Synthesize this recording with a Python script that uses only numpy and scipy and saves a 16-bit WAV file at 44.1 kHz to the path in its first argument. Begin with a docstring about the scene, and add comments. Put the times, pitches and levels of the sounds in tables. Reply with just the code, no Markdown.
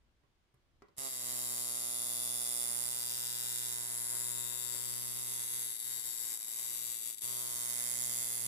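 """Coil tattoo machine, hand-held and close

In a quiet workshop a coil tattoo machine is switched on close to a phone with two microphone ports.
Each cycle the armature bar slams the coil core and the spring ticks the contact screw: impulses ring
the modes of steel frame, spring and coils, over a hum at the stroke rate. The hand turns the machine,
and a thumb on the bar slows it and makes it stumble. Knocks on the supply box come before the start."""
import sys
import numpy as np
from scipy import signal
from scipy.fft import rfft, irfft
from scipy.io import wavfile
from scipy.ndimage import uniform_filter1d

SR = 44100
rng = np.random.default_rng(int(sys.argv[2]) if len(sys.argv) > 2 else 0)


def int16_out(signal):
    """Quantize to a 16-bit WAV file."""
    q = np.round(np.clip(np.atleast_2d(signal).T, -1, 1) * 32767)
    wavfile.write(sys.argv[1], SR, q.astype(np.int16))


N = 373527

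# the first strokes build up: (time [s], level [dB])
SWITCH_ON = [(0.962, -55.5), (0.967, -21), (0.973, -16), (0.982, 1.5)]


def undb(db):
    """Amplitude gain for a level in dB."""
    return 10 ** (np.asarray(db) / 20)


def level(x, db):
    """Scale to an overall RMS level in dB."""
    return x * undb(db) / np.sqrt(np.mean(x ** 2))


def band(x, low_hz, high_hz):
    """Gentle band-pass."""
    return signal.sosfilt(signal.butter(2, [low_hz, high_hz], "band", fs=SR, output="sos"), x)


def mode(x, hz, t60):
    """Complex ringing of one mode, gain 1 at its centre, falling 60 dB in t60 seconds."""
    r = np.exp(-np.log(1000) / (t60 * SR))
    return signal.lfilter([1 - r], [1, -r * np.exp(2j * np.pi * hz / SR)], x)


def struck(x, hz, t60):
    """One mode scaled so that its ring starts about as high as the click that strikes it."""
    return np.imag(mode(x, hz, t60)) * t60 * SR / np.log(1000)


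def clicks(at_s, size):
    """Windowed-sinc clicks placed between samples."""
    out, taps = np.zeros(N + 64), np.arange(-8, 9)
    at = np.clip(at_s * SR, 8, N)
    whole = at.astype(int)
    d = taps - (at - whole)[:, None]
    shape = np.sinc(d) * np.cos(np.pi * d / 18) ** 2
    np.add.at(out, whole[:, None] + taps, size[:, None] * shape)
    return out[:N]


def walk(rate):
    """Random levels held 1 / rate seconds and slewed twice; spread near 1."""
    k = int(SR / rate)
    held = np.repeat(rng.standard_normal(N // k + 1), k)
    return 2.02 * uniform_filter1d(uniform_filter1d(held, k), k)[:N]


def fade(x, tau_s):
    """Each click becomes an exponentially dying envelope."""
    return signal.lfilter([1], [1, -np.exp(-1 / (tau_s * SR))], x)


def posed(db, pose):
    """Left and right gains for the way the machine is held, wavering with the hand."""
    return undb([np.interp(pose, [0, 1, 2], db[ch::2]) + 1.2 * walk(3) for ch in range(2)])


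def strokes(t, hz, tick_db):
    """Click trains of core blows and contact ticks; thumb load makes them uneven."""
    free_hz, stall_hz = 121, 110  # stroke rates at no load and full load
    tick_lag_s = 0.0029
    cycle = np.cumsum(hz * (t > SWITCH_ON[0][0])) / SR
    at = np.interp(np.arange(int(cycle[-1])) + .62, cycle, t)
    load = np.clip((free_hz - np.interp(at, t, hz)) / (free_hz - stall_hz), 0, 1)
    chance = np.clip(rng.standard_normal((len(at), 4)).T, -2, 2)
    at = at + (4e-6 + 1e-4 * load ** 2) * chance[0]
    blow = clicks(at, undb((.5 + 1.5 * load ** 2) * chance[1]))
    tick_size = undb(np.interp(at, t, tick_db) + (1.2 + 2 * load ** 2) * chance[3])
    tick = clicks(at + tick_lag_s + 1.2e-5 * chance[2], tick_size)
    return blow, tick, cycle


def stalls(t):
    """Gain in dB: a hard-pressing thumb stops the bar short of the core and weakens the strokes."""
    # the moments of hardest pressing: (time [s], length [s], level [dB])
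    presses = [(6.385, 0.017, -4), (7.163, 0.029, -11), (7.198, 0.015, -10)]
    return sum(db * np.exp(-(2 * (t - s) / length) ** 4) for s, length, db in presses)


def frame(blow, tick, pose, shift):
    """Every steel mode rings from both contacts, their chatter and the rattle that trails each blow."""
    # frame, bar and spring modes: (frequency [Hz], t60 [s], then relative levels [dB]:
    # flat left, flat right, tilted left, tilted right, turned back left, turned back right)
    steel_modes = [(2098, 0.012, -11.5, -14.5, -5.5, -18, -11, -2),
                   (2583, 0.013, -6.5, -13.5, -12.5, -10, -17, -5.5),
                   (2865, 0.0036, -12, -12, -13.5, -10.5, -21, -4),
                   (3504, 0.036, 1, -38, -8, -32, -4.5, -17), (3752, 0.027, -6, -4, -2.5, -11, -6.5, -6),
                   (3960, 0.011, -1.5, -19, -8.5, -37, -17, -29), (4590, 0.021, 3, -10, -5, -4, -1.5, -2),
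                   (5160, 0.0067, 1.5, -8, -7, -2, -14, -3.5),
                   (5360, 0.0047, -37, -11, -8, -5.5, -8.5, -19),
                   (6090, 0.0074, -7, -29, -10, -47, -11.5, -8), (6490, 0.0099, -2, -5, -10, -31, 1.5, -8),
                   (7350, 0.0061, -13, 2, -14, -3.5, -24, 6), (7670, 0.011, -12, 4.5, -2, -46, -5, -32),
                   (8120, 0.0027, -14, -5, -1.5, 1, 3.5, -3), (8366, 0.0076, -30, -7, -2, 0.5, 3.5, 5.5),
                   (8890, 0.0024, -15, -1.5, -5.5, -4, -33, 1.5),
                   (9850, 0.0038, 7, -38, -31, -10, -6, -9.5), (10420, 0.0047, -27, -16, 7.5, -3, -5.5, -4),
                   (10370, 0.0069, -11, 4, 10, -17, 0, -24), (11120, 0.0038, -11, -8.5, -1, -12, -10, 2.5),
                   (11050, 0.0075, -29, -40, 5.5, -16, -25, 8), (11964, 0.006, 0, -36, 1.5, -26, -3.5, -48),
                   (12060, 0.002, -2, -18, -2, -35, -9.5, -49), (13800, 0.006, -26, -24, -5, -16, -14, -37),
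                   (13500, 0.0058, -11, -37, -18, -9, -8, -46),
                   (15000, 0.012, -21, -26, -23, -28, -60, -20)]
    spring_hz = 3700
    chatter_tilt = 1.3  # chatter grows with pitch
    rattle = undb(-22.5) * fade(blow + tick, 0.0012) + undb(-25.5) * fade(blow, 0.005) + undb(-34.0)
    chatter = rng.standard_normal((2, N)) * rattle
    # loose parts rebound alike from stroke to stroke, in a pattern that drifts with the grip
    pattern = rng.standard_normal((3, 2, 400)) * np.exp(-np.arange(400) / (0.003 * SR))
    rebounds = undb(-29) * sum(walk(1.506) * signal.fftconvolve(blow[None], p)[:, :N] for p in pattern)
    rings = 0
    for k, (hz, t60, *db) in enumerate(steel_modes):
        # the tick lands on the spring: its modes take it harder, the lowest and highest ones less
        if abs(hz - spring_hz) < 400:
            spring = undb(5)
        else:
            spring = min((hz / spring_hz) ** 2, 1, (10500 / hz) ** 4)
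        # the fingers bend each mode a little, the upper ones together
        bend = (hz > 6800) * shift / 100 + .002 * walk(2)
        turn = np.exp(2j * np.pi * np.cumsum(hz * bend) / SR)
        drive = blow + spring * tick + (hz / 9000) ** chatter_tilt * (chatter + rebounds)
        ring = turn * mode(drive / turn, hz, t60)
        # neighbouring modes swing in opposite senses
        rings = rings + (-1) ** k * posed(db, pose) * np.imag(ring)
    left, right = level(level(rings, 0) + crack(blow, tick, pose), 0)
    port_lag = 20  # samples by which the left port hears the steel first
    return np.array([left, np.roll(right, port_lag)])


def crack(blow, tick, pose):
    """Bare crack of steel on steel: short doubled resonances of the hits alone."""
    # crack modes: (frequency [Hz], t60 of each resonance [s], then relative levels [dB]:
    # flat left, flat right, tilted left, tilted right, turned back left, turned back right)
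    crack_modes = [(7864, 0.0014, -7, -14.5, -3.5, -1.5, -16.5, -3.5),
                   (10070, 0.0012, -24, -2.5, -13, 1, -23, 5),
                   (13580, 0.0021, -6.5, -30, -10, -30, -9.5, -30),
                   (3146, 0.0027, -22, -30, -22.5, -23, -25.5, -25),
                   (5670, 0.0012, -14, -22, -20, -16, -22.5, -21),
                   (11360, 0.0022, -9, -16, -10.5, -32, -17, -27)]
    bounce_lag = 24  # samples from blow to rebound of the bar
    hits = blow + .22 * tick
    # the rebound of the bar faces the left port
    hits = np.array([hits + 0.83 * np.roll(blow, bounce_lag), hits])
    out = 0
    for hz, t60, *db in crack_modes:
        ring = np.imag(mode(mode(hits, hz, t60), hz, t60))
        out = out + posed(db, pose) * level(ring, 0)
    return out


def sing(tick, db):
    """Driven through the contact, the spring swells before it dies; mostly heard left."""
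    hz, t60 = 11220, 0.0055  # Hz, s for each of two chained resonances
    note = np.imag(mode(mode(tick, hz, t60), hz, t60))
    return level(note, 0) * undb(db + np.array([[0], [-11]]))


def swing(blow, tick):
    """The jerk of the bar pushes air toward one port and away from the other; coils and grip ring along."""
    # low modes of coils and grip: (frequency [Hz], t60 [s], left level [dB], right level [dB])
    coil_modes = [(654, 0.036, -23, -16.5), (954, 0.019, -12, -5.5), (1230, 0.0056, -8, -6),
                  (1364, 0.0083, -7, -6), (1840, 0.0015, -48, -16)]
    push = band(blow + 0.41 * tick, 150, 900)
    shove = band(blow + 0.46 * tick, 150, 600)
    air = band(rng.standard_normal((2, N)), 100, 2500)
    coils = 0
    for k, (hz, t60, left, right) in enumerate(coil_modes):
        ring = level(np.imag(mode(blow, hz, t60)), 0)
        coils = coils + (-1) ** k * ring * undb([[left], [right]])
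    return np.array([-level(shove, 0), level(push, 0)]) + coils + level(air, -20)


def shake(cycle, db):
    """The whole machine shakes once a stroke, with an octave; the ports hear it far out of step."""
    octave_db = -6.5
    low = np.sin(2 * np.pi * cycle + np.array([[.3], [2.5]]))
    octave = np.sin(2 * 2 * np.pi * cycle + np.array([[.3], [2.8]]))
    return (low + undb(octave_db) * octave) * undb(db + np.array([[3.5], [0]]))


def jolt():
    """The coils grab the bar at switch-on and jolt the grip: one low thump."""
    # the thump: (time [s], level [dB], frequency [Hz], t60 [s])
    s, db, hz, t60 = (0.982, -46, 70, .04)
    return struck(clicks(np.array([s]), undb([db])), hz, t60)


def grip():
    """Fingers shift on the frame: short dull scuffs of skin on steel smear the low buzz."""
    # finger shifts: (time [s], relative level [dB])
    shifts = [(2.689, -65), (3.429, -67.5), (3.881, -69), (4.12, -67), (4.51, -66.5), (4.74, -64.5),
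              (5.16, -72), (5.39, -73)]
    s, db = np.transpose(shifts)
    swell = uniform_filter1d(fade(clicks(s, undb(db)), 0.048), SR // 100)
    scuff = band(rng.standard_normal((2, N)), 150, 1800)
    return swell * level(scuff, 9.7)


def knocks():
    """Fingers knock the plastic supply box: a dull ring, a thud, a noisy crack and a rustling tail."""
    # knocks on the box: (time [s], hit level [dB], left minus right [dB], treble relative to hit [dB],
    # thud relative to hit [dB], treble frequency [Hz])
    box_knocks = [(0.236, -65, -9, -18, -3, 3000), (0.542, -64, -5, 2, 2, 10300),
                  (0.821, -44.5, 0, -6, -26, 5000), (0.884, -62, -2, 7, -13, 4500)]
    # modes of the box: (frequency [Hz], relative level [dB], t60 [s])
    box_modes = [(295, -23, 0.05), (423, -1, 0.045), (570, -9, 0.066), (760, -7, 0.025), (1090, 2.5, 0.012),
                 (1330, -4, 0.01), (1930, -7, 0.018)]
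    thud_hz, thud_t60_s = 125, 0.11
    s, db, pan_db, treble_db, thud_db, treble_hz = np.transpose(box_knocks)
    out = []
    for side in (1, -1):
        hit = clicks(s, undb(db + side * pan_db / 2))
        hit = hit + 0.056 * fade(hit, 0.036) * rng.standard_normal(N)
        body = sum(undb(g) * struck(hit, hz, t60) for hz, g, t60 in box_modes) / 3
        treble = 0
        for k, hz in enumerate(treble_hz):
            envelope = fade(clicks(s[[k]], undb(db + treble_db)[[k]]), 0.0059)
            treble = treble + np.real(mode(envelope * rng.standard_normal(N), hz, 8 / hz))
        thud = struck(clicks(s, undb(db + thud_db)), thud_hz, thud_t60_s)
        out.append(body + thud + treble)
    return np.array(out)


def shop():
    """Still air of the workshop: shaped noise, its bass shared more by both ports and swelling a little."""
    # spectrum of the room air: (frequency [Hz], relative level per Hz [dB])
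    air_spectrum = [(12, -38), (20, -10.5), (59, -4.5), (207, -20.5), (289, -20.5), (342, -18),
                    (416, -23.5), (2760, -33), (3000, -32), (3540, -33.5), (15500, -51)]
    shop_db = -73.5
    f = np.maximum(np.arange(N // 2 + 1) * SR / N, 1)
    at_hz, at_db = np.transpose(air_spectrum)
    shape = undb(np.interp(np.log(f), np.log(at_hz), at_db))
    mid, side = rfft(rng.standard_normal((2, N))) * shape
    apart = np.clip(f / 1200, .45, 1)
    air = mid + apart * side * np.array([[1], [-1]])
    bass = irfft(air * (f < 300), N) * undb(2 * walk(6))
    return level(bass + irfft(air * (f >= 300), N), shop_db)


def scene():
    """Stroke rate and hold drive the machine's layers; grip, box and room stand beside them."""
    # the bar starts fast and settles; the thumb leans on it and lets go: (time [s], stroke rate [Hz])
    stroke_rate = [(0.98, 134.2), (1.04, 136.1), (1.21, 122.6), (1.4, 122.7), (1.55, 120.8), (2.41, 120.7),
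                   (3.59, 120.8), (3.84, 119.4), (4.08, 119.2), (4.18, 121.1), (4.58, 120.5), (4.76, 121),
                   (5.14, 120.1), (5.18, 121.4), (5.39, 120.5), (5.5, 118.5), (5.54, 122), (5.7, 117.9),
                   (5.78, 113), (5.82, 113.4), (5.86, 118.1), (5.97, 118.7), (6.03, 115), (6.07, 118.5),
                   (6.19, 114.8), (6.23, 117.9), (6.34, 117.2), (6.38, 110.8), (6.44, 109.8), (6.49, 113),
                   (6.55, 113.2), (6.59, 117.3), (6.92, 118), (6.99, 113.4), (7.03, 113), (7.09, 117.2),
                   (7.15, 108.3), (7.2, 108), (7.24, 120.5), (7.26, 121.4), (7.47, 120.2), (8.01, 121.6),
                   (8.45, 118.6), (8.47, 121)]
    # how the hand shows the machine to the phone, levels before the slowing terms below: (time [s],
    # ring [dB], bar swing minus ring [dB], ring left minus right [dB], swing left minus right [dB],
    # hum [dB], contact tick [dB])
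    hold = [(0.98, -40, -17, -5.5, -4, -57, -10), (1.075, -39.5, -13.5, -5, -8.5, -66, -2),
            (1.1, -40.5, -20.5, -2.5, -2, -64, -4), (1.3, -39, -19, -4, -8, -59.5, -1.5),
            (1.6, -39.5, -17, -1, -6, -58.5, -1.5), (2.6, -38, -18.5, -1, -5.5, -56, -4),
            (2.78, -37, -18, -1.5, -1.5, -55, -12), (3.55, -38, -22, 2, 5.5, -55.5, -3),
            (3.85, -40, -15.5, 1.5, 1, -56, -3.5), (4.75, -39.5, -18.5, 6, 6, -56.5, -4),
            (5.1, -40, -18, 6, 0.5, -55.5, -1.5), (6.0, -38.5, -22.5, 6, 6.5, -56.5, -2.5),
            (7.0, -39, -21, 3.5, 2.5, -59, -4), (7.45, -39.5, -15, 6.5, 0.5, -56, -5),
            (7.899, -38, -21.5, 5.5, -3.5, -59.5, -11), (8.47, -39, -18, 4, 4, -52, -4)]
    # how the hand holds it: (time [s], pose [0 flat, 1 tilted, 2 turned back], upper mode shift [%])
    hand_pose = [(1.0, 0.5, 0.5), (2.0, 0.12, 1), (3.0, 0.3, 2.5), (3.7, 0.43, -0.6), (4.0, 1.1, 0.5),
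                 (4.6, 1.18, 0), (5.3, 1.58, 0), (6.2, 1.2, 0.5), (7.15, 1.0, 1), (7.3, 1.36, 1),
                 (7.7, 2, 0.3), (8.0, 2.2, -2.5), (8.4, 2.5, 0.3)]
    # how loudly the spring sings: strong at the start, fading, rising again under the thumb:
    # (time [s], level [dB])
    spring_song = [(1.0, -5), (4.7, -20), (5.2, -12), (5.6, -8.5), (6.4, -6), (7.15, -8), (7.25, -6),
                   (8.4, -15)]
    t = np.arange(N) / SR
    hz = np.interp(t, *np.transpose(stroke_rate))
    slowed = np.maximum(120.53 - hz, 0)  # Hz below the free stroke rate
    s, *columns = np.transpose(hold)
    ring_db, swing_db, ring_pan, swing_pan, hum_db, tick_db = (np.interp(t, s, c) for c in columns)
    # dB per Hz: a slowed bar hits softer, swings and shakes less, and the contact stands out
    ring_db = ring_db - 0.78 * slowed
    swing_db = swing_db - 0.69 * slowed
    tick_db = tick_db + 0.79 * slowed
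    hum_db = hum_db - 2 * slowed + 1.17 * walk(4.9)  # the hum also wavers
    blow, tick, cycle = strokes(t, hz, tick_db)
    weakened = undb(stalls(t))
    blow, tick = blow * weakened, tick * weakened
    s, pose, shift = np.transpose(hand_pose)
    steel = frame(blow, tick, np.interp(t, s, pose), np.interp(t, s, shift))
    steel = steel + sing(tick, np.interp(t, *np.transpose(spring_song)))
    sides = np.array([[.5], [-.5]])
    ring = steel * undb(ring_db + sides * ring_pan)
    bar = swing(blow, tick) * undb(ring_db + swing_db + sides * swing_pan)
    hum = shake(cycle, hum_db)
    on = undb(np.interp(t, *np.transpose(SWITCH_ON), left=-120))
    return on * (ring + bar + hum) + jolt() + grip() + knocks() + shop()


def record(dry):
    """The phone turns its deepest bass down while the sound is loud, and cuts the top; right is duller."""
    right_port_hz, top_hz = 14140, 15600
    duck_hz, duck_db, loud_db = 89.5, -12, -51  # bass limit, deepest cut, level that brings it
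    right = signal.sosfilt(signal.butter(N=6, Wn=right_port_hz, fs=SR, output="sos"), dry[1])
    dry = np.array([dry[0], right])
    loud = np.sqrt(np.abs(uniform_filter1d(np.mean(dry ** 2, axis=0), SR // 20)))
    duck = 1 - undb(duck_db * np.clip(loud / undb(loud_db), 0, 1))
    deep = signal.sosfiltfilt(signal.butter(4, duck_hz, fs=SR, output="sos"), dry)
    return signal.sosfilt(signal.ellip(10, .2, 80, top_hz, fs=SR, output="sos"), dry - duck * deep)


dry = scene()
out = record(dry)
int16_out(out)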